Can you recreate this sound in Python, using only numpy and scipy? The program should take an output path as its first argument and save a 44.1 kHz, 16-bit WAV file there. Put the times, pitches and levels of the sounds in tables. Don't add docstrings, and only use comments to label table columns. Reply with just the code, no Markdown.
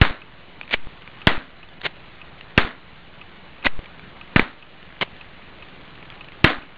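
import sys
import numpy as np
from scipy import signal
from scipy.fft import irfft
from scipy.io import wavfile
from scipy.ndimage import uniform_filter1d

SR = 44100
rng = np.random.default_rng(int(sys.argv[2]) if len(sys.argv) > 2 else 0)


def magnitude_from_level(level_db):
    exponent = np.asarray(level_db, float) / 20
    return 10 ** exponent


def unload_audio(sound):
    columns = np.transpose(np.atleast_2d(sound))
    steps = np.round(np.clip(columns, -1, 1) * 32767)
    wavfile.write(sys.argv[1], SR, steps.astype(np.int16))


N = 298557
LOW_RATE, MIDDLE_RATE = 8000, 11025

# start in seconds, crack level in dB, crack pitch in Hz,
# level of the suction behind the front in dB, room level in dB.
BUBBLES = [
    (.01472, 10, 3400, 13, -18),
    (1.27075, 17, 3250, 6.5, -17),
    (2.57765, 18, 2680, 5.5, -17.5),
    (4.3612, 8, 2230, 6, -21),
    (4.3951, 11.5, 2230, 0, -33),
    (6.4429, 15, 2650, 8, -14.5),
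]


def evened(x):
    return x / np.sqrt(np.mean(x ** 2) + 1e-20)


def read(points, hz):
    f, value = np.transpose(points)
    return np.interp(np.log(hz + 1), np.log(f + 1), value)


def add(mix, s, sound):
    part = mix[round(s * SR):][:len(sound)]
    part += sound[:len(part)]


def ring(hz, t60, length=.08):
    t = np.arange(round(length * SR)) / SR
    return np.sin(2 * np.pi * hz * t) * magnitude_from_level(-60 * t / t60) * np.minimum(t * hz, 1)


def body(x, modes):
    out = np.zeros(len(x))
    for k, (hz, width, db) in enumerate(modes):
        r = np.exp(-np.pi * width / SR)
        mode = signal.lfilter([1], [1, -2 * r * np.cos(2 * np.pi * hz / SR), r * r], x)
        out += (-1) ** k * magnitude_from_level(db) * np.sqrt(width) * evened(mode)
    return evened(out)


def room_tail():
    # frequency in Hz, density in dB per Hz.
    colour = [(50, -24), (195, -14.5), (253, -1.5), (330, -10), (900, -7), (1400, -3.5), (4000, -8),
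              (5200, -47.5)]
    # frequency in Hz, t60 in seconds.
    decay = [(100, .3), (260, .39), (700, 0.33), (1800, 0.34), (3000, 0.27), (4000, 0.32)]
    clumps = magnitude_from_level(2.7 * evened(uniform_filter1d(rng.standard_normal(SR // 2), 90)))
    hz, t, z = signal.stft(clumps * rng.standard_normal(SR // 2), SR, nperseg=512, noverlap=384)
    z = z * magnitude_from_level(read(colour, hz)[:, None] - 60 * t / read(decay, hz)[:, None])
    tail = signal.istft(z, SR, nperseg=512, noverlap=384)[1]
    rise = np.clip(np.arange(len(tail)) / SR / 0.018, 0, 1)
    return rise * tail / np.std(tail[:SR // 20])


def bangs():
    # delay in seconds, level in dB, pitch in Hz.
    echoes = [(.0019, -2, 2800), (.0033, 3, 1900), (.0043, -1, 1600), (.0058, -6.5, 2200),
              (.0082, -3, 1500), (0.0096, -8, 1900), (.014, -12, 900)]
    # frequency in Hz, width in Hz, level in dB.
    bowl = [(280, 40, -1.5), (593, 450, -1), (1140, 550, -3.5), (1620, 196, -7.5), (2400, 170, -12),
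            (3250, 2000, -4.5)]
    out = np.zeros(N)
    t = np.arange(SR // 20) / SR
    for s, crack_db, crack_hz, suction_db, room_db in BUBBLES:
        swell_db = crack_db + 78 - .04 * crack_hz
        add(out, s - .004, magnitude_from_level(swell_db) * np.exp(-abs(t - .004) / .0003))
        add(out, s, magnitude_from_level(crack_db) * ring(crack_hz, .0055))

        lag_s = .00095 - .00008 * max(suction_db - 7, 0)
        suction_s = .0012 + .00012 * suction_db
        swing = (t / suction_s - 1) * np.exp(-(t / suction_s) ** 2 / 2.76)
        add(out, s + lag_s, magnitude_from_level(suction_db) * swing * np.minimum(t / 0.00021, 1))

        detunes = rng.uniform(0.96, 1.02, len(echoes))
        for (late, db, hz), detune in zip(echoes, detunes):
            add(out, s + late * detune, magnitude_from_level(room_db + 19 + db) * ring(hz * detune, 0.0095))
        rattle = body(rng.standard_normal(len(t)), bowl) * magnitude_from_level(-60 * t / 0.044)
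        add(out, s, magnitude_from_level(room_db + 14) * rattle * np.minimum(t / 0.0018, 1))
        add(out, s, magnitude_from_level(room_db) * room_tail())
    return out


def lighter():
    # teeth catch in seconds, wheel slips in seconds,
    # scrape at the catch in dB, scrape at the slip in dB, grip in dB.
    turns = [
        (.7095, .722, -24, -27, -16),
        (.727, .741, -22, -11, -14),
        (1.832, 1.864, -36, -14, -9),
        (3.645, 3.667, -28, -12, -5),
        (5.0115, 5.028, -19, -16, -5),
    ]
    # frequency in Hz, width in Hz, level in dB.
    case_modes = [(1500, 500, -7), (2200, 400, 2), (2880, 500, 1), (3890, 800, -2.5)]
    # frequency in Hz, width in Hz, level in dB.
    grip_modes = [(239, 150, -1.1), (566, 300, 0), (1080, 400, -1.9)]
    catch_db_per_s, slip_db_per_s, spin_db_per_s = 9000, 2400, 550
    spin_db = -19
    t, out = np.arange(N) / SR, np.zeros(N)
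    teeth = rng.random(N) < 1800 / SR
    slips = teeth * magnitude_from_level(3.0 * np.minimum(rng.exponential(1, N), 4)) * rng.choice([-1, 1], N)
    case, grip = body(slips, case_modes), body(slips, grip_modes)
    steady = np.sqrt(uniform_filter1d(case ** 2, 260) + .2)
    for catch, slip, catch_db, slip_db, grip_db in turns:
        turn_db = np.interp(t, [catch, slip], [catch_db, slip_db])
        turn_db -= catch_db_per_s * np.maximum(catch - t, 0)
        after = np.maximum(t - slip, 0)
        scrape = magnitude_from_level(turn_db - slip_db_per_s * after)
        spin = (after > 0) * magnitude_from_level(slip_db + spin_db - spin_db_per_s * after)
        out += (scrape + spin) * (case + magnitude_from_level(grip_db) * grip) / steady
    return out


def clicks():
    # start in seconds, peak in dB, pitch in Hz.
    light_taps = [(0.6125, -19, 2400), (.755, -28, 2900), (0.6536, -38, 2364), (0.678, -31, 2400),
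                  (.693, -31, 2300), (.701, -30, 3000), (1.0206, -31.5, 2930), (1.076, -29.5, 2310),
                  (1.6886, -34.5, 3480), (1.811, -37, 2700), (1.8155, -27, 3800), (1.816, -31, 1950),
                  (2.2812, -40, 2010), (2.4105, -28, 2790), (3.8586, -30.5, 2325), (3.9946, -30, 2290),
                  (4.2773, -38, 2270), (4.8284, -35.5, 2930), (4.903, -35, 2000), (4.925, -35, 1640),
                  (4.9671, -37, 1960), (5.1652, -35, 3450), (5.9772, -36, 1810), (6.0272, -31, 2360),
                  (6.102, -30, 3424), (6.123, -33, 2380), (6.245, -33, 3000), (6.286, -29, 2700),
                  (6.3205, -31, 2120)]
    # start in seconds, peak in dB, pitch in Hz.
    wheel_snaps = [(.7105, -20, 2400), (.7275, -18, 2200), (.7398, -5, 2600), (.7418, -5, 2300),
                   (1.8545, -11, 2300), (1.8635, -14, 1500), (2.5685, -32, 1500), (2.5765, -21.5, 1760),
                   (3.639, -24, 2600), (3.647, -15, 2100), (3.6505, -14, 2300), (3.658, -9, 2490),
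                   (3.6674, -1, 1958), (3.681, -24, 2600), (5.0118, -15, 2900), (5.027, -10, 3000)]
    taps = [(s, db + 3.5, hz, .012) for s, db, hz in light_taps]
    taps += [(*row, .016) for row in wheel_snaps]
    out = np.zeros(N)
    t = np.arange(round(.08 * SR)) / SR
    for s, db, hz, t60 in taps:
        up, down = rng.uniform(1.3, 1.6, 2)
        modes = ring(hz, t60) + 0.55 * ring(hz * up, t60 / 2) - 0.37 * ring(hz / down, t60 / 2)
        noise = rng.standard_normal(len(t))
        spit = (noise - uniform_filter1d(noise, 90)) * magnitude_from_level(-60 * t / t60)
        add(out, s, magnitude_from_level(db) * (modes + .9 * spit))
    return out


def fizz():
    # frequency in Hz, width in Hz, level in dB.
    bubble_modes = [(1200, 500, -3), (2400, 900, 0), (3500, 900, -3)]
    bursts_per_s = 120
    busy = magnitude_from_level(5.0 * evened(uniform_filter1d(rng.standard_normal(N), SR // 4)))
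    sizes = magnitude_from_level(4.0 * np.minimum(rng.exponential(1, N), 3))
    bursts = (rng.random(N) < bursts_per_s * busy / SR) * sizes
    return magnitude_from_level(-53) * body(bursts, bubble_modes)


def clock():
    # frequency in Hz, level in dB, t60 in seconds.
    clockwork = [(2600, -0.5, 0.027), (2860, -6.5, 0.024), (1210, -11, 0.027), (4210, -8.5, 0.018)]
    period_s, rebound_s = .9985, .0032
    beat = sum(magnitude_from_level(db) * ring(hz, t60) for hz, db, t60 in clockwork)
    out = np.zeros(N)
    for k in range(7):
        for first_s, db, again in ((.2183, -25, .6), (.6312, -27.5, .8)):
            s = first_s + k * period_s
            add(out, s, magnitude_from_level(db) * beat)
            add(out, s + rebound_s, again * magnitude_from_level(db) * beat)
    return out


def hiss():
    # frequency in Hz, density in dB per Hz.
    hiss_colour = [(30, 2.5), (170, 3), (400, -1.5), (1000, -1.5), (2500, -2), (4000, -4.5)]
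    hz, t, z = signal.stft(rng.standard_normal(N), SR, nperseg=1024)
    patches = uniform_filter1d(rng.standard_normal(z.shape), 10, 0)
    patches = evened(uniform_filter1d(patches, 5, 1))
    z = z * magnitude_from_level(read(hiss_colour, hz)[:, None] + 1.5 * patches)
    z = z * (hz < LOW_RATE / 2)[:, None]
    return magnitude_from_level(-43.5) * evened(signal.istft(z, SR, nperseg=1024)[1][:N])


def supply_sag():
    # from and to in seconds before the frame ends, relative size.
    draws = [
        (-.025, -0.02, -.4),
        (-.0115, -0.009, -.6),
        (-.0095, -.0055, 1),
        (-.0035, 0, 1),
    ]
    period_s, first_s = .04994, .0443
    since = (np.arange(N) / SR - first_s) % period_s - period_s
    current = sum(size * ((since > a) & (since < b)) for a, b, size in draws)
    coupling = signal.butter(1, 23, "high", fs=SR)
    return -magnitude_from_level(-40.5) * signal.lfilter(*coupling, uniform_filter1d(current, 30))


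def whine():
    # frequency in Hz, width in Hz, level in dB.
    whistles = [(2940, 25, -61), (3995, 12, -62)]
    return sum(magnitude_from_level(db) * body(rng.standard_normal(N), [(hz, width, 0)]) for hz, width, db in whistles)


def gain_control():
    duck_db, recovery_s = 6.5, .73
    t = np.arange(N) / SR
    ducks = [np.exp(-np.maximum(t - row[0], 0) / recovery_s) * (t > row[0]) for row in BUBBLES]
    return magnitude_from_level(-duck_db * np.max(ducks, 0))


def scene():
    close = bangs() + lighter() + clicks()
    quiet = fizz() + clock() + hiss() + supply_sag()
    return (close + gain_control() * quiet + whine())[None]


def convert(x):
    # start in seconds, offset as a fraction of full scale.
    offsets = [
        (.023, -.098),
        (.746, -.057),
        (1.279, -.097),
        (2.582, -.098),
        (3.669, -.098),
        (4.365, -.098),
        (6.46, -.026),
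    ]
    block_s, block_start = .127, -.0175
    step, zero = .0071, -.0012
    low = signal.resample_poly(x, 80, 441, window=("kaiser", 2))
    t, offset = np.arange(len(low)) / LOW_RATE, np.zeros(len(low))
    for s, size in offsets:
        end = block_start + block_s * np.ceil((s - block_start) / block_s)
        offset += size * ((t > s) & (t < end))
    level = np.clip(low + 0.0046 + offset, -.88, .9)
    return zero + step * np.round((level - zero) / step)


def raise_rate(low, size, rate, leak):
    bins = np.arange(size // 2 + 1)
    mirrored = np.fft.fft(low)[bins % len(low)]
    return irfft(mirrored * magnitude_from_level(read(leak, bins * rate / size)), size) * size / len(low)


def low_pass(x):
    return signal.sosfilt(signal.butter(12, 15700, fs=SR, output="sos"), x)


def record(dry):
    # frequency in Hz, gain in dB.
    first_leak = [(500, -.2), (2000, -1.5), (3200, -3.5), (4000, -6.5), (4500, -16), (5000, -32),
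                  (5300, -50), (5512, -75)]
    # frequency in Hz, gain in dB.
    last_leak = [(4000, 0), (5000, -3), (5512, -6), (6000, -12), (6500, -20), (7100, -35), (7600, -70),
                 (8000, -120)]
    size = 441 * 680
    low = convert(np.pad(dry[0], (0, size - N)))
    middle = raise_rate(low, size * MIDDLE_RATE // SR, MIDDLE_RATE, first_leak)
    x = raise_rate(np.clip(middle, -.9, .9), size, SR, last_leak)[:N]
    return low_pass(np.clip(x, -.935, .935)[None])


dry = scene()
out = record(dry)
unload_audio(out)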